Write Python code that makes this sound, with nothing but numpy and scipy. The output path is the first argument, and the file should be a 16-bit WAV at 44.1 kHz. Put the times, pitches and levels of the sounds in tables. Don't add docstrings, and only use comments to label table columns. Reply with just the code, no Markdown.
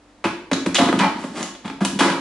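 import sys
import numpy as np
from scipy import signal
from scipy.fft import rfft, irfft
from scipy.io import wavfile
from scipy.ndimage import uniform_filter1d

SR = 44100
rng = np.random.default_rng(int(sys.argv[2]) if len(sys.argv) > 2 else 0)


def store_wav(level_fs):
    pcm = np.round(np.clip(np.atleast_2d(level_fs), -1, 1) * 32767)
    wavfile.write(sys.argv[1], SR, pcm.T.astype(np.int16))


N = 97108

# f/Hz, relative density/dB
AIR_SPECTRUM = [(25, 15.5), (50, 0.5), (100, -53), (160, -15.5), (295, -12), (800, -14.5), (2100, -23.5),
                (5000, -30), (11000, -40.5)]
# f/Hz, level/dB
HUM_PARTIALS = [(49, -49), (97, -63), (295, -59)]
# f/Hz, correlation
STEREO_CORRELATION = [(60, 0.62), (170, 1), (500, 0.96), (1420, 0.64), (4080, 0.35), (11700, -0.56)]
# f/Hz, T60/s
ROOM_DECAY = [(60, 0.11), (200, 0.89), (600, 0.52), (2000, 0.56), (5000, 0.53), (11000, 0.38)]
# f/Hz, relative level/dB
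ROOM_SPECTRUM = [(60, -2), (200, -9), (600, 1.5), (2000, 2), (5000, 6.5), (11000, 9.5)]
# t/s, level/dB
SLIDE_ENVELOPE = [(1.1, -59), (1.2, -34.5), (1.333, -43.5), (1.371, -25.5), (1.428, -27.5), (1.5, -41),
                  (1.561, -60), (1.638, -52), (1.662, -32), (1.72, -66), (1.8, -72)]
# f/Hz, relative density/dB
SLIDE_SPECTRUM = [(88, -54), (150, -15.5), (227, 0.5), (433, -16), (921, -15.5), (1800, -22), (6650, -31.5),
                  (12000, -40.5)]
# t/s, level/dB
COUNTER_THUMPS = [(.246, -31.5), (0.518, -33), (0.787, -33)]
# t/s, level/dB of the low, middle and upper hollow mode
BOWL_BOOMS = [(0.245, -17, -19.5, -14.5), (0.393, -69, -55, -36.5), (.516, -16, -5.5, -24),
              (0.56, -57, -23, -22), (0.661, -13, -12, -15.5), (0.788, -14.5, -9, -14.5),
              (0.814, -18.5, -3, -21), (0.881, -20, -8.5, -15), (0.93, -14.5, -5.5, -26),
              (0.966, -17, -49, -15), (1.003, -8.5, -17.5, -25), (1.039, -17.5, -17, -34),
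              (1.15, -29, -23, -31), (1.236, -27.5, -20, -28), (1.293, -25.5, -41, -44),
              (1.374, -22, -36, -37.5), (1.646, -16, -31, -48), (1.701, -40, -21, -33),
              (1.81, -8, -18.5, -19), (1.854, -47, -19.5, -34), (1.924, -23, -17, -53),
              (1.949, -16.5, -18, -31), (2.003, -12.5, -5.5, -10.5), (2.045, -17, -19, -13),
              (2.101, -16, -22, -31)]
# f/Hz, relative level/dB, T60/s
PLASTIC_MODES = [(499, -2.5, 0.035), (574, -2.5, 0.06), (698.8, -6.5, 0.052), (870, -6, 0.04),
                 (969, -12.5, 0.06), (1241, -21.5, 0.054), (1568, -16, 0.038), (1685, -7.5, 0.024),
                 (2015, -4, 0.013), (2360, 1.5, .02), (2590, 8.5, 0.01), (2975, 11, 0.012),
                 (3390, 13, 0.01), (3834, 4, 0.013), (4560, -19, 0.057), (6890, 13.5, 0.0027)]
# lower f/Hz, upper f/Hz
KNOCK_BANDS = [(400, 1500), (1500, 5000), (5000, 16000)]
RING_OVER_CRACK = [14, 10, 8]
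# t/s, level/dB per knock band (3), best-struck f/Hz (3), rattle decay/s
RIM_KNOCKS = [(0.241, -21, -26.5, -44.5, 1070, 1640, 2530, 0.023),
              (.514, -22.5, -28.5, -46, 480, 990, 2190, 0.0046),
              (0.531, -29.5, -27.5, -34.5, 7100, 1640, 3900, 0.003),
              (.661, -25.5, -31, -42, 480, 990, 2120, 0.0047),
              (0.7448, -39, -28, -27, 6660, 2060, 4500, 0.0036),
              (0.753, -28.5, -18, -48, 3000, 3470, 3700, 0.013),
              (.784, -16, -26.5, -33.5, 669, 965, 3880, 0.027),
              (.81, -21.5, -40, -63, 1016, 2060, 3450, 0.04),
              (.886, -23.5, -29, -61, 494, 990, 2040, 0.0065),
              (0.927, -20, -36, -71, 1260, 1620, 2000, 0.0017),
              (.989, -35, -27, -39, 1260, 2900, 4600, 0.0042),
              (0.996, -19, -23, -60, 953, 1260, 1950, 0.034),
              (1.03, -17, -30.5, -82, 882, 950, 2100, 0.027),
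              (1.236, -31, -70.5, -51, 520, 905, 1650, 0.011),
              (1.428, -43, -36.5, -35.5, 900, 3000, 6700, 0.0015),
              (1.549, -45, -47, -79, 650, 2380, 3470, 0.0065),
              (1.646, -36.5, -43, -73, 860, 2430, 3470, 0.022),
              (1.678, -38, -40, -80, 910, 2350, 3320, 0.0023),
              (1.699, -36, -39, -79, 910, 1720, 2260, 0.0027),
              (1.807, -28, -35, -47.5, 780, 1080, 1630, 0.049),
              (1.849, -28, -27, -28.5, 970, 1770, 2880, 0.0025),
              (1.99, -22.5, -23, -31, 1050, 2020, 3090, 0.023),
              (2.006, -15.5, -20.5, -35.5, 1060, 1610, 2080, 0.031),
              (2.044, -22.5, -28, -40.5, 1030, 1670, 2020, 0.066),
              (2.1, -28, -29, -50, 970, 1210, 1720, 0.0021)]

AIR_DB, ROOM_DB, ROOM_BUILD_S = -47, 1.5, 0.00043
SLIPS_PER_S, CONTACTS_PER_S, CONTACT_SPREAD_DB = 2500, 5900, 1
THUMP_HZ, THUMP_SWING_S = 108, 0.04
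HOLLOW_HZ, HOLLOW_SWING_S = (196, 272, 343), 0.022
SWING_RISE_S, SWING_DETUNE = 0.0064, 0.01
HELD_DB, HELD_T60_S, HELD_PHASE_STEP_RAD = -12, 0.5, 0.07
RATTLE_RISE_S, FIRST_BLOW_RATIO = 0.0014, 0.2
MODE_SPREAD_DB, OFF_SPOT_DB_PER_OCT = 2.5, 55
PORTS_BAND_HZ, PORTS_DB = (5870, 10000), -3.5
LIMIT_DB, ATTACK_S, RELEASE_DB_PER_S = -4, 0.0007, 261
BASS_CUT_HZ, STOPBAND_HZ = 110, 12000


def amp(db):
    return 10 ** (np.asarray(db) / 20)


def unit_rms(x):
    return x / np.sqrt(np.mean(x ** 2) + 1e-20)


def at_hz(points, hz):
    freqs_hz, values = np.transpose(points)
    return np.interp(np.log(hz), np.log(freqs_hz), values)


def bandpass(x, low_hz, high_hz):
    sos = signal.butter(2, [low_hz, high_hz], "band", fs=SR, output="sos")
    return signal.sosfilt(sos, x + 1e-18)


def resonator(x, hz, t60_s):
    r, w = amp(-60 / (max(t60_s, 0.003) * SR)), 2 * np.pi * hz / SR
    return signal.lfilter([0.5, 0, -0.5], [1, -2 * r * np.cos(w), r * r], x + 1e-18) / np.sin(w)


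def stereo_noise(gain_at, size):
    out, edges_hz = 0, 22 * 2 ** np.arange(0, 9.6, 0.5)
    white = rng.standard_normal((2, 2, size))
    for k, (low_hz, high_hz) in enumerate(zip(edges_hz, edges_hz[1:])):
        mid, side = bandpass(white[k % 2], low_hz, high_hz)
        hz = np.sqrt(low_hz * high_hz)
        corr = np.clip(at_hz(STEREO_CORRELATION, hz), -0.9, 0.99)
        out += gain_at(hz) * (np.sqrt(1 + corr) * mid + np.sqrt(1 - corr) * side * [[1], [-1]])
    return out


def contacts(rate_per_s, size):
    sizes = amp(CONTACT_SPREAD_DB * np.minimum(rng.exponential(1, size), 4))
    signs = rng.choice([-1, 1], size)
    return unit_rms(sizes * signs * (rng.random(size) < rate_per_s / SR))


def room_tone():
    t = np.arange(N) / SR
    hum = sum(np.sqrt(2) * amp(db) * np.sin(2 * np.pi * (hz * t + rng.random()))
              for hz, db in HUM_PARTIALS)
    air = stereo_noise(lambda hz: amp(at_hz(AIR_SPECTRUM, hz)), N)
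    return amp(AIR_DB) * unit_rms(air) + hum


def kitchen_echoes(x):
    t = np.arange(SR) / SR
    tail = stereo_noise(lambda hz: amp(at_hz(ROOM_SPECTRUM, hz) - 60 * t / at_hz(ROOM_DECAY, hz)), SR)
    tail *= 1 - np.exp(-t / ROOM_BUILD_S)
    return amp(ROOM_DB) * signal.fftconvolve(x[None], unit_rms(tail) / np.sqrt(SR), axes=1)[:, :N]


def lid_slide():
    colour = amp(at_hz(SLIDE_SPECTRUM, np.linspace(1, SR / 2, N // 2 + 1)))
    slips = irfft(rfft(contacts(SLIPS_PER_S, N)) * colour, N)
    level_db = np.interp(np.arange(N) / SR, *np.transpose(SLIDE_ENVELOPE))
    return amp(level_db) * unit_rms(slips)


def low_swing(start_s, hz, swing_s):
    out, t = np.zeros(N + SR), np.arange(SR // 2) / SR
    phase = 2 * np.pi * hz * (1 + SWING_DETUNE * rng.normal()) * t
    direct = np.exp(-(t / swing_s) ** 2) * np.sin(phase)
    wander = np.cumsum(rng.normal(0, HELD_PHASE_STEP_RAD, len(t)))
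    held = amp(HELD_DB - 60 * t / HELD_T60_S) * np.sin(phase + wander)
    rise = (1 - np.exp(-t / SWING_RISE_S)) ** 2
    out[int(start_s * SR):][:len(t)] = rise * (direct + held)
    return out[:N]


def counter_thumps():
    return sum(amp(db) * low_swing(start_s, THUMP_HZ, THUMP_SWING_S) for start_s, db in COUNTER_THUMPS)


def bowl_booms():
    return sum(amp(db) * low_swing(start_s, hz, HOLLOW_SWING_S)
               for start_s, *levels_db in BOWL_BOOMS for hz, db in zip(HOLLOW_HZ, levels_db))


def rim_rattle(decay_s, size):
    t = np.arange(size) / SR
    rattle = contacts(CONTACTS_PER_S, size) * np.exp(-t / decay_s) * (1 - np.exp(-t / RATTLE_RISE_S))
    rattle[0] = FIRST_BLOW_RATIO * np.sqrt(np.sum(rattle ** 2))
    spectrum = rfft(rattle)
    smooth_power = uniform_filter1d(np.abs(spectrum) ** 2, size=40)
    return irfft(spectrum / np.sqrt(smooth_power), size) * (t < 0.2)


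def plastic_ring(rattle, low_hz, high_hz, struck_hz, scatter_db):
    rings, nearest_oct = 0, 1
    for (hz, mode_db, t60_s), extra_db in zip(PLASTIC_MODES, scatter_db):
        if low_hz <= hz < high_hz:
            off_oct = min(*np.abs(np.log2(hz / np.array(struck_hz))), 0.5)
            nearest_oct = min(nearest_oct, off_oct)
            gain = amp(mode_db + extra_db - OFF_SPOT_DB_PER_OCT * off_oct)
            rings += gain * resonator(rattle, hz, t60_s)
    return amp(-OFF_SPOT_DB_PER_OCT * nearest_oct) * unit_rms(rings)


def lid_knocks():
    out, size = np.zeros(N + SR), SR // 4
    for start_s, low_db, mid_db, top_db, *struck_hz, decay_s in RIM_KNOCKS:
        rattle = rim_rattle(decay_s, size)
        scatter_db = MODE_SPREAD_DB * rng.normal(size=len(PLASTIC_MODES))
        bands = zip(KNOCK_BANDS, (low_db, mid_db, top_db), RING_OVER_CRACK, (1, -1, 1))
        for band_hz, db, ring_db, sign in bands:
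            crack = unit_rms(bandpass(rattle, *band_hz))
            knock = crack + amp(ring_db) * plastic_ring(rattle, *band_hz, struck_hz, scatter_db)
            onset_rms = np.sqrt(np.mean(knock[:SR // 50] ** 2))
            out[int(start_s * SR):][:size] += sign * amp(db) * knock / onset_rms
    return out[:N]


def scene():
    direct = lid_knocks() + bowl_booms() + counter_thumps() + lid_slide()
    port_side = amp(PORTS_DB) * bandpass(direct, *PORTS_BAND_HZ) * [[1], [-1]]
    return direct + port_side + kitchen_echoes(direct) + room_tone()


def record(dry):
    ahead = int(2 * ATTACK_S * SR)
    over_db = np.maximum(20 * np.log10(np.abs(dry).max(axis=0) + 1e-9) - LIMIT_DB, 0)
    early_db = np.append(over_db[ahead:], np.zeros(ahead))
    release_db = RELEASE_DB_PER_S * np.arange(N) / SR
    held_db = np.maximum.accumulate(early_db + release_db) - release_db
    pole = np.exp(-1 / (ATTACK_S * SR))
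    out = dry * amp(-signal.lfilter([1 - pole], [1, -pole], held_db))
    out = signal.sosfilt(signal.butter(2, BASS_CUT_HZ, "high", fs=SR, output="sos"), out)
    return signal.sosfilt(signal.cheby2(14, 70, STOPBAND_HZ, fs=SR, output="sos"), out)


dry = scene()
out = record(dry)
store_wav(out)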